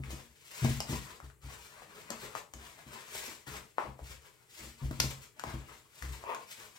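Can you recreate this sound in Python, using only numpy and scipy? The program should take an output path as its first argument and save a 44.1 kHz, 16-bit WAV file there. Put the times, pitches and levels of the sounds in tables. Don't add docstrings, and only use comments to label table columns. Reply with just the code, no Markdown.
import sys
import numpy as np
from scipy import signal
from scipy.fft import rfft, irfft, next_fast_len
from scipy.io import wavfile
from scipy.ndimage import map_coordinates

SR = 44100
rng = np.random.default_rng(int(sys.argv[2]) if len(sys.argv) > 2 else 0)


def to_wav(sig):
    pcm = np.clip(np.atleast_2d(sig), -1, 1) * 32767
    pcm = np.round(pcm).astype(np.int16)
    wavfile.write(sys.argv[1], SR, pcm.T)


N = 299174

# (time of the height [s], swell [s], ebb [s], relative crackle level [dB], squelch relative to crackle [dB])
STROKES = [(0.047, 0.035, .08, -60.5, 4), (0.11, 0.031, 0.16, -53, 0.5), (0.655, 0.11, 0.059, -53, 9.5),
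           (0.709, 0.3, 0.14, -46.5, -8), (0.902, 0.04, 0.14, -47, -1), (1.12, 0.43, 0.086, -58.5, 2.5),
           (1.243, .039, 0.078, -64, 4), (1.429, 0.018, 0.17, -60.5, -3), (1.509, 0.081, .13, -57.5, 4.5),
           (1.63, 0.068, 0.24, -60, 0.5), (1.83, 0.16, 0.035, -63, 9), (1.978, 0.13, 0.25, -61, 6),
           (2.115, 0.027, 0.14, -58, 9), (2.243, 0.1, 0.061, -52.5, 5), (2.377, 0.089, 0.032, -52.5, 5),
           (2.645, .13, 0.18, -59.5, 3.5), (2.795, 0.044, 0.062, -65, 9.5), (2.945, 0.12, 0.22, -57, 5),
           (3.216, 0.23, 0.18, -48, -3), (3.472, 0.01, 0.19, -52, 0), (3.563, 0.052, 0.03, -53.5, 5),
           (3.793, 0.035, 0.14, -63, 13.5), (4.118, 0.13, 0.058, -55.5, 1), (4.249, 0.047, 0.096, -63, 3),
           (4.41, 0.19, 0.13, -74, 1.5), (4.617, 0.12, 0.13, -52.5, -4), (4.835, 0.07, .065, -57, 3),
           (4.932, 0.037, 0.21, -59.5, 3), (5.05, 0.076, 0.038, -46.5, -7),
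           (5.11, 0.035, 0.022, -47.5, 1.5), (5.225, 0.078, 0.061, -58.5, -3), (5.489, 0.12, .16, -57, 8),
           (5.703, 0.12, 0.14, -61.5, 4), (6.06, 0.21, 0.071, -58, -4), (6.145, 0.22, 0.16, -58.5, 2),
           (6.42, 0.19, 0.072, -65, 2), (6.515, 0.052, 0.038, -50.5, -9), (6.6, 0.078, .16, -56.5, 0.5),
           (6.765, 0.032, 0.017, -59, -3)]
# (time [s], low table sway [dB], higher table boom [dB], dough squash [dB], rise [s])
PUSHES = [(0.0, -42, -35, -41, 0.0014), (0.063, -40, -66, -49, 0.024), (0.123, -44.5, -46.5, -39.5, 0.01),
          (0.618, -40, -26, -37, 0.013), (0.643, -44, -21, -23, 0.0047), (0.69, -34, -30, -30.5, .0051),
          (0.888, -48, -32.5, -30.5, 0.012), (0.923, -36, -30.5, -26.5, .0025),
          (1.225, -45.5, -48, -50, 0.017), (1.427, -41.5, -46.5, -50, 0.038),
          (2.101, -60, -58, -39, 0.0065), (2.536, -48, -57, -47, 0.022), (2.86, -54, -52.5, -49, 0.0087),
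          (3.15, -58, -68, -54, .005), (3.47, -67, -44, -46, 0.0056), (3.512, -48, -46, -57, .0054),
          (3.866, -47, -47.5, -47.5, 0.027), (4.011, -41, -50, -50, 0.014), (4.09, -51, -53.5, -56, 0.015),
          (4.581, -49.5, -55.5, -49.5, 0.094), (4.814, -46, -33, -44, 0.018),
          (4.835, -31, -38.5, -40.5, 0.013), (4.908, -41, -32.5, -31, 0.0033),
          (4.985, -40, -36, -36.5, 0.026), (5.039, -32, -32, -30, 0.00094), (5.44, -56, -58, -41, 0.0036),
          (5.466, -44.5, -40.5, -36.5, 0.0041), (5.536, -36, -37.5, -36.5, 0.0096),
          (6.012, -35.5, -48.5, -47, .044), (6.073, -46, -49, -48.5, 0.045)]
# (time [s], relative level [dB], pitch [Hz], relative wet crack level [dB], left minus right [dB])
POPS = [(0.037, -34, 2300, -21, 0.5), (0.105, -43, 670, -1, 3), (0.648, -27.5, 770, -5, 5),
        (0.804, -27, 830, 6.5, -1), (1.202, -35.5, 1280, -12, -1), (1.301, -46, 1550, -10, 5),
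        (1.821, -41, 930, -10, 5), (2.104, -35.5, 583, 10.5, 4.5), (2.352, -24, 1166, -12.5, 3.5),
        (2.537, -42, 1010, 10, 2), (2.989, -39, 1930, -14, 4), (3.152, -36, 840, -16, 5),
        (3.281, -41.5, 430, -2, -7), (3.783, -14.5, 1013, -28, 0.5), (3.992, -37.5, 720, -22, 1),
        (4.911, -35, 1430, -3, -5), (5.001, -16, 6530, 3.5, 5.5), (5.0033, -13.5, 5320, -9.5, -15),
        (5.396, -32, 1570, 1, 3), (5.4384, -25.5, 1010, -10.5, 6.5), (6.024, -30, 1810, -5, 3.5),
        (6.239, -32.5, 1000, -15, -5), (6.347, -33, 1620, 2.5, 0)]
# (frequency [Hz], relative level [dB], t60 [s])
TABLE_MODES = [(63.3, 1, 0.35), (88.6, -11.5, 0.4), (98, -22, 0.47), (132.6, -0.5, 0.31),
               (223.7, -22, 0.24)]
# (frequency [Hz], width [Hz], gain [dB])
BOWL_MODES = [(231.9, 4.9, 5), (330.6, 37, 0.5), (428.8, 6.8, 7), (518, 10, -3), (617, 30, 2),
              (978, 24, -1)]
# (frequency [Hz], relative level [dB])
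SQUASH_COLOUR = [(25, -45), (55, -16), (110, -12), (170, -2.5), (230, 1.5), (320, -5.5), (600, -16.5),
                 (1500, -28), (4000, -36.5)]
# (frequency [Hz], relative level [dB])
SNAP_COLOUR = [(300, -3.5), (700, -6.5), (1300, -1), (2100, -5.5), (2900, 1.5), (3700, -4), (5200, -1),
               (7400, 3), (9800, -12), (13000, -6), (16000, -19)]
# (frequency [Hz], relative level [dB])
CRACKLE_COLOUR = [(300, -24), (1200, -7), (2200, 0.5), (3000, -1.5), (3700, -1.5), (5000, -2), (6200, -2.5),
                  (7600, 1), (9800, -9), (13000, -5), (16000, -12.5)]
# (frequency [Hz], relative level [dB])
SQUELCH_COLOUR = [(60, 3.5), (170, 4), (300, -9.5), (420, -2.5), (680, -4.5), (1050, 5), (1600, 5.5),
                  (2400, 5.5), (4000, -1.5), (9000, -16)]
# (frequency [Hz], relative level [dB])
RIM_COLOUR = [(150, -29), (300, -19), (420, -8.5), (650, -7.5), (820, -12), (1030, 3), (1300, -13.5),
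              (1700, -20), (2600, -14.5), (3800, -30.5), (8000, -37.5)]
# (frequency [Hz], relative level [dB])
TONE_COLOUR = [(20, -3), (60, -3), (130, 8), (220, -12), (420, 0), (800, -27), (2000, -14), (5000, -28),
               (7500, -13.5), (16000, -22)]
# (frequency [Hz], t60 [s])
KITCHEN_T60 = [(150, 0.4), (600, 0.38), (1500, 0.26), (5000, 0.29), (15000, 0.27)]
# (frequency [Hz], share [0-1])
DIFFUSENESS = [(150, 0.52), (300, 0.31), (700, 0.95), (2000, 0.84)]
# (frequency [Hz], left minus right [dB])
PORT_BALANCE = [(100, 2.5), (270, 4), (600, 4), (2000, 8), (3300, 5.5), (5000, -1), (8000, 4.5),
                (14000, 6.5)]

TOP_HZ = 15950
EDGE_DB, SWELL_SHAPE, EBB_SHAPE = 18, 1.51, 1.35
RUB_S, RUB_SWELL_S, RUB_EBB_S, RUB_DB = 6.306, 0.081, 0.068, -41.5
SQUASH_T60_S = 0.12
RING_T60_S = 0.0072
PUFF_DB, PUFF_FALL_DB = 7.5, 2
HALVES = np.array([[0.5], [-0.5]])


def amp(db):
    return 10 ** (np.asarray(db) / 20)


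def unit(x):
    return x / np.sqrt(np.mean(x ** 2) + 1e-20)


def along(points, hz):
    f, v = np.transpose(points)
    return np.interp(np.log(hz + 1), np.log(f + 1), v)


def wobble(rate):
    knots = rng.standard_normal(int(N * rate / SR) + 4)
    return map_coordinates(knots, [np.arange(N) * rate / SR])


def filtered(x, response):
    n = x.shape[-1]
    m = next_fast_len(n + 8192)
    return irfft(rfft(x, m) * response(np.fft.rfftfreq(m, 1 / SR)), m)[..., :n]


def coloured(x, spectrum):
    return unit(filtered(x, lambda hz: amp(along(spectrum, hz))))


def add(track, s, sound):
    part = track[..., max(round(s * SR), 0):][..., :sound.shape[-1]]
    part += sound[..., :part.shape[-1]]


def sparks(rate, spread_db):
    chance = rng.random(N)
    size = np.clip(rng.standard_normal(N), -2.5, 2.5)
    sign = rng.choice([-1, 1], N)
    return unit((chance < rate / SR) * amp(spread_db * size) * sign)


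def room_tone():
    shared = rng.standard_normal(N)
    separate = 0.9 * rng.standard_normal((2, N))
    return amp(-69.5) * coloured(shared + separate, TONE_COLOUR)


def bowl(x):
    def response(f):
        modes = [amp(db) * 1j * f * w / (c * c - f * f + 1j * f * w) for c, w, db in BOWL_MODES]
        return 1 + sum(modes)
    return filtered(x, response)


def pushes():
    wood, dough, t = np.zeros(N), np.zeros(N), np.arange(SR // 2) / SR
    for s, sway_db, boom_db, squash_db, rise in PUSHES:
        onset = np.sin(np.pi / 2 * np.minimum(t / rise, 1))
        after = np.maximum(t - rise, 0)
        thud = coloured(rng.standard_normal(len(t)), SQUASH_COLOUR)
        add(dough, s, onset * amp(squash_db - 9.5 - 60 * after / SQUASH_T60_S) * thud)
        for k, (hz, db, t60) in enumerate(TABLE_MODES):
            blow_db = np.interp(hz, [65, 130], [sway_db, boom_db])
            decay = amp(blow_db + db - 60 * after / t60)
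            add(wood, s, (-1) ** k * onset * decay * np.sin(2 * np.pi * hz * t))
    return amp(-0.5) * wood + bowl(dough)


def pops():
    cavities, cracks, t = np.zeros((2, N)), np.zeros((2, N)), np.arange(SR // 16) / SR
    for s, db, hz, crack_db, left_db in POPS:
        ports = amp(db + left_db * HALVES)
        u = 2 * np.pi * hz * t
        octaves = np.log2(hz / 1000)
        ring = np.sin(u) * amp(-60 * t * 2 ** (octaves / 2) / RING_T60_S)
        swing = u * (1 - u / 2) * np.exp(-u)
        puff = amp(PUFF_DB - PUFF_FALL_DB * octaves) * swing
        band = [0.39 * hz, min(2.5 * hz, SR / 4.5)]
        reach = signal.butter(2, band, "bandpass", fs=SR, output="sos")
        add(cavities, s, ports * signal.sosfilt(reach, ring + puff))
        shreds = amp(-8.5 - 60 * t / 0.016) * rng.standard_normal(len(t))
        add(cracks, s, ports * amp(crack_db + 6) * ((t == 0) + shreds))
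    return cavities + filtered(cracks, lambda hz: amp(along(SNAP_COLOUR, hz)))


def stroke(height_s, swell_s, ebb_s):
    t = np.arange(N) / SR - height_s
    swell = (np.maximum(-t, 0) / swell_s) ** SWELL_SHAPE
    ebb = (np.maximum(t, 0) / ebb_s) ** EBB_SHAPE
    return amp(-EDGE_DB * (swell + ebb).clip(0, 10))


def bubbles(rate, centre_hz, cycles, spread_db, count=4000):
    t, track = np.arange(SR // 50) / SR, np.zeros(N + SR)
    when, chance = rng.random((count, 2)).T
    pitch, size = np.clip(rng.standard_normal((count, 2)), -2, 2).T[:, :, None]
    turns = centre_hz * np.exp(0.6 * pitch) * t
    rising = np.sin(2 * np.pi * turns * (1 + 6 * t))
    rings = amp(spread_db * size) * rising * np.exp(-turns / cycles)
    rings *= (chance < rate * N / SR / count)[:, None]
    place = (when * N).astype(int)[:, None] + np.arange(len(t))
    return unit(np.bincount(place.ravel(), rings.ravel(), len(track))[:N])


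def smear():
    peel, squelch = np.zeros(N), np.zeros(N)
    for s, swell_s, ebb_s, db, squelch_db in STROKES:
        power = (amp(db) * stroke(s, swell_s, ebb_s)) ** 2
        peel += power
        squelch += power * amp(squelch_db) ** 2
    fine, coarse = sparks(rate=3500, spread_db=2.0), sparks(rate=130, spread_db=-2)
    threads = coloured(fine + amp(-12) * coarse, CRACKLE_COLOUR)
    wet = bubbles(rate=500, centre_hz=900, cycles=2, spread_db=3.5)
    wet = wet + amp(3) * sparks(rate=2000, spread_db=3)
    cavities = unit(bowl(coloured(wet, SQUELCH_COLOUR)))
    crackle = amp(0.5 + 2.65 * wobble(70)) * np.sqrt(peel) * threads
    return crackle + amp(-4.0 + 2.7 * wobble(35)) * np.sqrt(squelch) * cavities


def rub():
    slips = sparks(rate=670, spread_db=5.5) + amp(-2.5) * rng.standard_normal(N)
    return amp(RUB_DB) * stroke(RUB_S, RUB_SWELL_S, RUB_EBB_S) * coloured(slips, RIM_COLOUR)


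def direct(x, lead=0.0002015, wall_delay=0.00759, wall_db=-10):
    def response(hz):
        midrange = hz / (hz + 300) / (1 + (hz / 1500) ** 2)
        echo = 1 + amp(wall_db) * midrange * np.exp(-2j * np.pi * hz * wall_delay)
        return echo * np.exp(2j * np.pi * hz * lead * HALVES)
    return filtered(x, response)


def tail():
    hz, t, z = signal.stft(rng.standard_normal((2, SR // 3)), SR, nperseg=256)
    turn = np.pi / 4 * np.clip(along(DIFFUSENESS, hz), 0, 1)[:, None]
    decay = amp(-60 * t / along(KITCHEN_T60, hz)[:, None])
    z = z * decay * [np.cos(turn), np.sin(turn)]
    mid, side = signal.istft(z, SR, nperseg=256)[1]
    build_up = 1 - np.exp(-(np.arange(len(mid)) / SR / 0.0014) ** 2)
    pair = np.array([mid + side, mid - side]) * build_up
    return pair / np.linalg.norm(pair[0])


def kitchen(x, size=2048):
    out, padded = np.zeros((2, N + SR)), np.pad(x, (0, size))
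    for start in range(0, N, size):
        answer = signal.fftconvolve(padded[None, start:start + size], tail(), axes=1)
        out[:, start:start + answer.shape[1]] += answer
    return out[:, :N]


def scene():
    tone, thumps, popping = room_tone(), pushes(), pops()
    sticky = smear() + rub()
    spreading = amp(3.0) * sticky + amp(-1) * popping.mean(axis=0) + amp(-9.5) * thumps
    room = kitchen(filtered(spreading, lambda hz: 1 / (1 + (hz / 17000) ** 2)))
    return direct(sticky + popping + thumps) + room + tone


def record(dry, low_cut_hz=42):
    ports = filtered(dry, lambda hz: amp(HALVES * along(PORT_BALANCE, hz)))
    rumble_cut = signal.butter(2, low_cut_hz, "highpass", fs=SR, output="sos")
    ports = signal.sosfilt(rumble_cut, ports)
    return filtered(ports, lambda hz: hz < TOP_HZ)


dry = scene()
out = record(dry)
to_wav(out)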